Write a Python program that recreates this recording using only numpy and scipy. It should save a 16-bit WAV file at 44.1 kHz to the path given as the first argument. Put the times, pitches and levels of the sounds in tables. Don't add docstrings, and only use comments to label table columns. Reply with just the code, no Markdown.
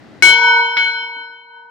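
import sys
import numpy as np
from scipy import signal
from scipy.fft import rfft, irfft
from scipy.io import wavfile
from scipy.ndimage import uniform_filter1d, minimum_filter1d

SR = 44100
rng = np.random.default_rng(int(sys.argv[2]) if len(sys.argv) > 2 else 0)


def log_audio(samples):
    frames = np.atleast_2d(samples).T
    limited = np.clip(frames, -1, 1)
    pcm = np.round(limited * 32767).astype(np.int16)
    wavfile.write(sys.argv[1], SR, pcm)


N = 74970
T = np.arange(N) / SR
FREQS = np.fft.rfftfreq(N, 1 / SR)


def amp(db):
    return 10 ** (np.asarray(db) / 20)


def read_log_hz(points, hz):
    table_hz, value = np.transpose(points)
    return np.interp(np.log(hz + 1), np.log(table_hz + 1), value)


def read_time(points):
    return np.interp(T, *np.transpose(points))


def pan(left_db):
    return amp(np.array([[0.5], [-0.5]]) * left_db)


CHANNEL_CORRELATION = 0.45
PATCH_HZ = 14


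def noise(spectrum, patchy_db=0):
    left, other = rng.standard_normal((2, N))
    right = CHANNEL_CORRELATION * left + np.sqrt(1 - CHANNEL_CORRELATION ** 2) * other
    patches = np.interp(FREQS / PATCH_HZ, np.arange(4096), rng.standard_normal(size=4096))
    shape = amp(read_log_hz(spectrum, FREQS) + patchy_db * patches)
    shaped = irfft(rfft([left, right]) * shape, N)
    return shaped / shaped.std()


ATTACK_S = 0.0008


def onset(start):
    return np.clip((T - start) / ATTACK_S, 0, 1)


def decay(start, t60):
    return amp(-60 * np.maximum(T - start, 0) / t60)


def burst(start, db, spectrum, t60):
    return amp(db) * onset(start) * decay(start, t60) * noise(spectrum)


# frequency in Hz, relative spectral density in dB per Hz.
ROOM = [(18, -63), (30, -33.5), (92, -8), (205, -7.5), (253, -3), (448, -13), (859, -15.5), (928, -22),
        (1000, -21), (1970, -19), (2310, -26.5), (4310, -30.5), (15000, -61)]
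ROOM_DB, ROOM_LEFT_DB = -70.5, 2.5


def room():
    return amp(ROOM_DB) * pan(ROOM_LEFT_DB) * noise(ROOM)


# start in seconds, body level in dB, tap level in dB.
KNOCKS = [(.868, -52, -65), (1.024, -48, -66.5), (1.163, -46, -45), (1.295, -55.5, -52)]
# frequency in Hz, relative spectral density in dB per Hz.
KNOCK_BODY = [(40, -31), (120, -15.5), (230, -15), (305, 6.5), (380, -16), (700, -31), (3000, -59)]
# frequency in Hz, relative spectral density in dB per Hz.
KNOCK_TAP = [(60, -20), (200, -8), (650, 1.5), (1000, -9.5), (4000, -43)]
BODY_T60_S, TAP_T60_S = 0.23, 0.04


def knocks():
    total = 0
    for start, body_db, tap_db in KNOCKS:
        total = total + burst(start, body_db, KNOCK_BODY, BODY_T60_S)
        total = total + burst(start, tap_db, KNOCK_TAP, TAP_T60_S)
    return total


# frequency in Hz, relative spectral density in dB per Hz.
CLANG = [(60, -27.5), (150, -16), (350, -8), (650, -7.5), (1000, -2), (1600, -6), (2300, 0), (2750, -12.5),
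         (3400, -1), (4500, -4), (6500, -14.5), (8000, -34.5), (15000, -51)]
# frequency in Hz, 60 dB decay time in seconds.
CLANG_T60 = [(100, 1.1), (500, 1.8), (2000, 1.8), (5000, 0.65), (12000, 0.46)]
CLANG_PATCHY_DB = 6


def clang(start, db):
    hz, frame_s, bands = signal.stft(noise(CLANG, CLANG_PATCHY_DB), SR, nperseg=512)
    band_t60 = read_log_hz(CLANG_T60, hz)[:, None]
    fall = amp(-60 * np.maximum(frame_s - start, 0) / band_t60)
    ringing = signal.istft(bands * fall, SR, nperseg=512)[1][:, :N]
    return amp(db) * onset(start) * ringing


# start in seconds, clang level in dB, crack level in dB, thud level in dB,
# damping as a factor that divides the decay times of the partials.
STRIKES = [(0.2233, -32, -21, -37, 0.81), (0.7683, -43.5, -19, -54, 1.37)]
# frequency in Hz, relative spectral density in dB per Hz.
CRACK = [(100, -24), (700, -11.5), (1500, 0.5), (2500, -3.5), (4200, -4), (6500, -27), (9000, -48),
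         (15000, -57)]
# frequency in Hz, relative spectral density in dB per Hz.
THUD = [(25, -19.5), (70, -22.5), (125, -6), (200, -12), (330, -1), (700, -20), (3000, -58.5)]
CRACK_T60_S, THUD_T60_S = 0.13, 1


def blows():
    total = 0
    for start, clang_db, crack_db, thud_db, _ in STRIKES:
        total = total + clang(start, clang_db)
        total = total + burst(start, crack_db, CRACK, CRACK_T60_S)
        total = total + burst(start, thud_db, THUD, THUD_T60_S)
    return pan(left_db=5) * total


WAVER_HZ, WAVER_SLOPE = 5.9, 1.35


def waver():
    hz = np.fft.fftfreq(N, 1 / SR)
    real, imaginary = rng.standard_normal((2, 2, N))
    lowpass = (abs(hz) < 150) / (1 + (hz / WAVER_HZ) ** 2) ** (WAVER_SLOPE / 2)
    slow = np.fft.ifft((real + 1j * imaginary) * lowpass)
    return slow / slow.std()


# time in seconds, level in dB at full share.
SWING = [(.22, -12), (.31, -10), (.41, -2.5), (.52, 3.5), (.61, 4), (.74, -6), (.8, -4), (1.0, -3.5),
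         (1.18, -3), (1.45, -13), (1.58, -2.5), (1.7, -3.5)]
# frequency in Hz, share as a factor on the swing's dB.
SWING_SHARE = [(450, 0.61), (950, 1.0), (1500, 0.47), (2200, 0.12), (3100, 0.069), (4000, 0.065),
               (9000, .1)]
# frequency in Hz, rms waver depth relative to the partial.
WAVER = [(450, 0.073), (950, .15), (1500, .15), (2200, 0.13), (3100, .13), (4100, .16), (5200, 0.32),
         (9000, 1)]
# frequency in Hz, lead of the left channel in radians.
PORT_PHASE = [(467, .8), (924, 0.93), (958, -1.1), (1500, 1.08), (2222, 1.24), (3097, -1), (4097, -1.56),
              (5197, 1.9), (9000, 1.5)]
# time in seconds, added left-right difference in dB.
DRIFT = [(.22, 2.5), (.35, 2), (.52, -3), (.78, -1), (1.1, -2.5), (1.4, 0), (1.7, -0.5)]
# beat rate in Hz, signed beat depth as a ratio, and for each blow the time in
# seconds of a beat trough (a peak if the depth is negative).
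MODES = [ (467.5, -26.5, -36, 5.5, 4.5), (769.5, -49, -57.5, 6, -1), (924, -15, -22, 4, 2),
         (958, -16.5, -29, 9, -3, 2.63, 0.24, -0.5, 0.9), (1488, -15.5, -12, 0.84, 3),
         (1501.5, -7.5, -16, 3, 5, 3.0, 0.4249, 0.36, 1.43), (1668, -36.5, -28.5, 0.78, -1.5),
         (2222, -4.5, -10.5, 1.65, 5.5, 3.0, .27, 0.39, .98), (2365, -49.5, -30, 0.88, -2),
         (2483, -36.5, -41.5, 1.04, 1), (2524.5, -47.5, -35, 1, 2),
         (3098.5, -14.5, -20.5, 2.05, 1, 5.4, .85, .595, 1.11), (3353.5, -24.5, -30, 1.12, -0.5),
         (3408, -28.5, -33.5, 1.07, -2), (3568.5, -42, -43.5, .8, 1), (3744.5, -43.5, -47.5, .8, -0.5),
         (3972, -41, -32.5, 0.92, 0), (4098.5, -18.5, -22, 1.7, 7, 3.1, .35, .74, 1.06),
         (4157.5, -35, -31.5, 0.64, 1), (4477.5, -34.5, -47.5, 1.1, 7), (4635, -44.5, -44, 1.02, -1.5),
         (4696, -46, -45, 1.14, 0), (4758.5, -34.5, -48.5, 1.0, 1.5), (5012, -56.5, -53, 1.9, -0.5),
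         (5195, -22, -33, 1.5, 4, 3.3, .45, .37, .86), (5655.5, -42.5, -55, 1.25, 7),
         (5848, -48, -48, 0.9, 2), (6173.5, -52.5, -51.5, 1.1, -3.5), (6313, -45.5, -48, 1.08, 5),
         (6370.5, -32, -44.5, 1.16, -1.5, 17, -0.1, 1.2, 2.1), (6939.5, -53, -65, 0.9, 1),
         (7628.5, -45, -56, 1.0, -3.5, 14.5, 1, .49, 2.9), (8340, -62, -77.5, 0.6, 0),
         (8934, -64, -71, 1.1, -1)]


def mode(hz, first_db, second_db, t60, left_db, beat_hz=0, depth=0, first_trough=0, second_trough=0):
    ring = np.zeros(N, complex)
    levels, troughs = (first_db, second_db), (first_trough, second_trough)
    for (start, *_, damping), db, trough in zip(STRIKES, levels, troughs):
        beat = 1 - depth * np.exp(2j * np.pi * beat_hz * (trough - T))
        new_ring = amp(db) * decay(start, t60 / damping) * beat
        ring += onset(start) * (new_ring - ring)
    swing = amp(read_log_hz(SWING_SHARE, hz) * read_time(SWING))
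    channel_lag = np.array([[0], [1]]) * read_log_hz(PORT_PHASE, hz)
    angle = 2 * np.pi * hz * (T - STRIKES[0][0]) - channel_lag
    tone = ring * np.exp(1j * angle) * (1 + read_log_hz(WAVER, hz) * waver())
    return pan(left_db + read_time(DRIFT)) * swing * tone.imag


def bell():
    return sum(mode(*row) for row in MODES)


def scene():
    return room() + knocks() + blows() + bell()


IDLE_GAIN_DB, TARGET_DB = 28, -4.5
HELD_RISE_DB_PER_S = 0.06
OVERSHOOT_DB, SETTLE_S = 2.5, 0.048
LIMIT_DB, LIMIT_RECOVER_DB_PER_S = -1.1, 30
CLIP_LEVEL, EDGE_HZ = 0.92, 15700


def record(dry):
    power_db = 10 * np.log10(abs(uniform_filter1d((dry ** 2).mean(0), size=200)) + 1e-12)
    creep_db = T * HELD_RISE_DB_PER_S
    held_db = np.maximum.accumulate(power_db - creep_db) + creep_db
    r = np.exp(-1 / (SETTLE_S * SR))
    lag_db = signal.lfilter([r, -r], [1, -r], held_db - held_db[0])
    gain_db = np.minimum(IDLE_GAIN_DB, TARGET_DB - held_db + np.minimum(lag_db, OVERSHOOT_DB))
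    release_db = T * LIMIT_RECOVER_DB_PER_S
    peak_db = 20 * np.log10(abs(dry).max(0) + 1e-9)
    held_peak_db = np.maximum.accumulate(peak_db + release_db) - release_db
    limit_gain_db = LIMIT_DB - held_peak_db + np.maximum(lag_db, 0)
    gain_db = minimum_filter1d(np.minimum(gain_db, limit_gain_db), size=41)
    smooth_gain = amp(uniform_filter1d(gain_db, size=40))
    clipped = np.clip(dry * smooth_gain, -CLIP_LEVEL, CLIP_LEVEL)
    lowpass = signal.firwin(511, EDGE_HZ, window=("kaiser", 9), fs=SR)
    return signal.oaconvolve(clipped, lowpass[None], "same")


dry = scene()
out = record(dry)
log_audio(out)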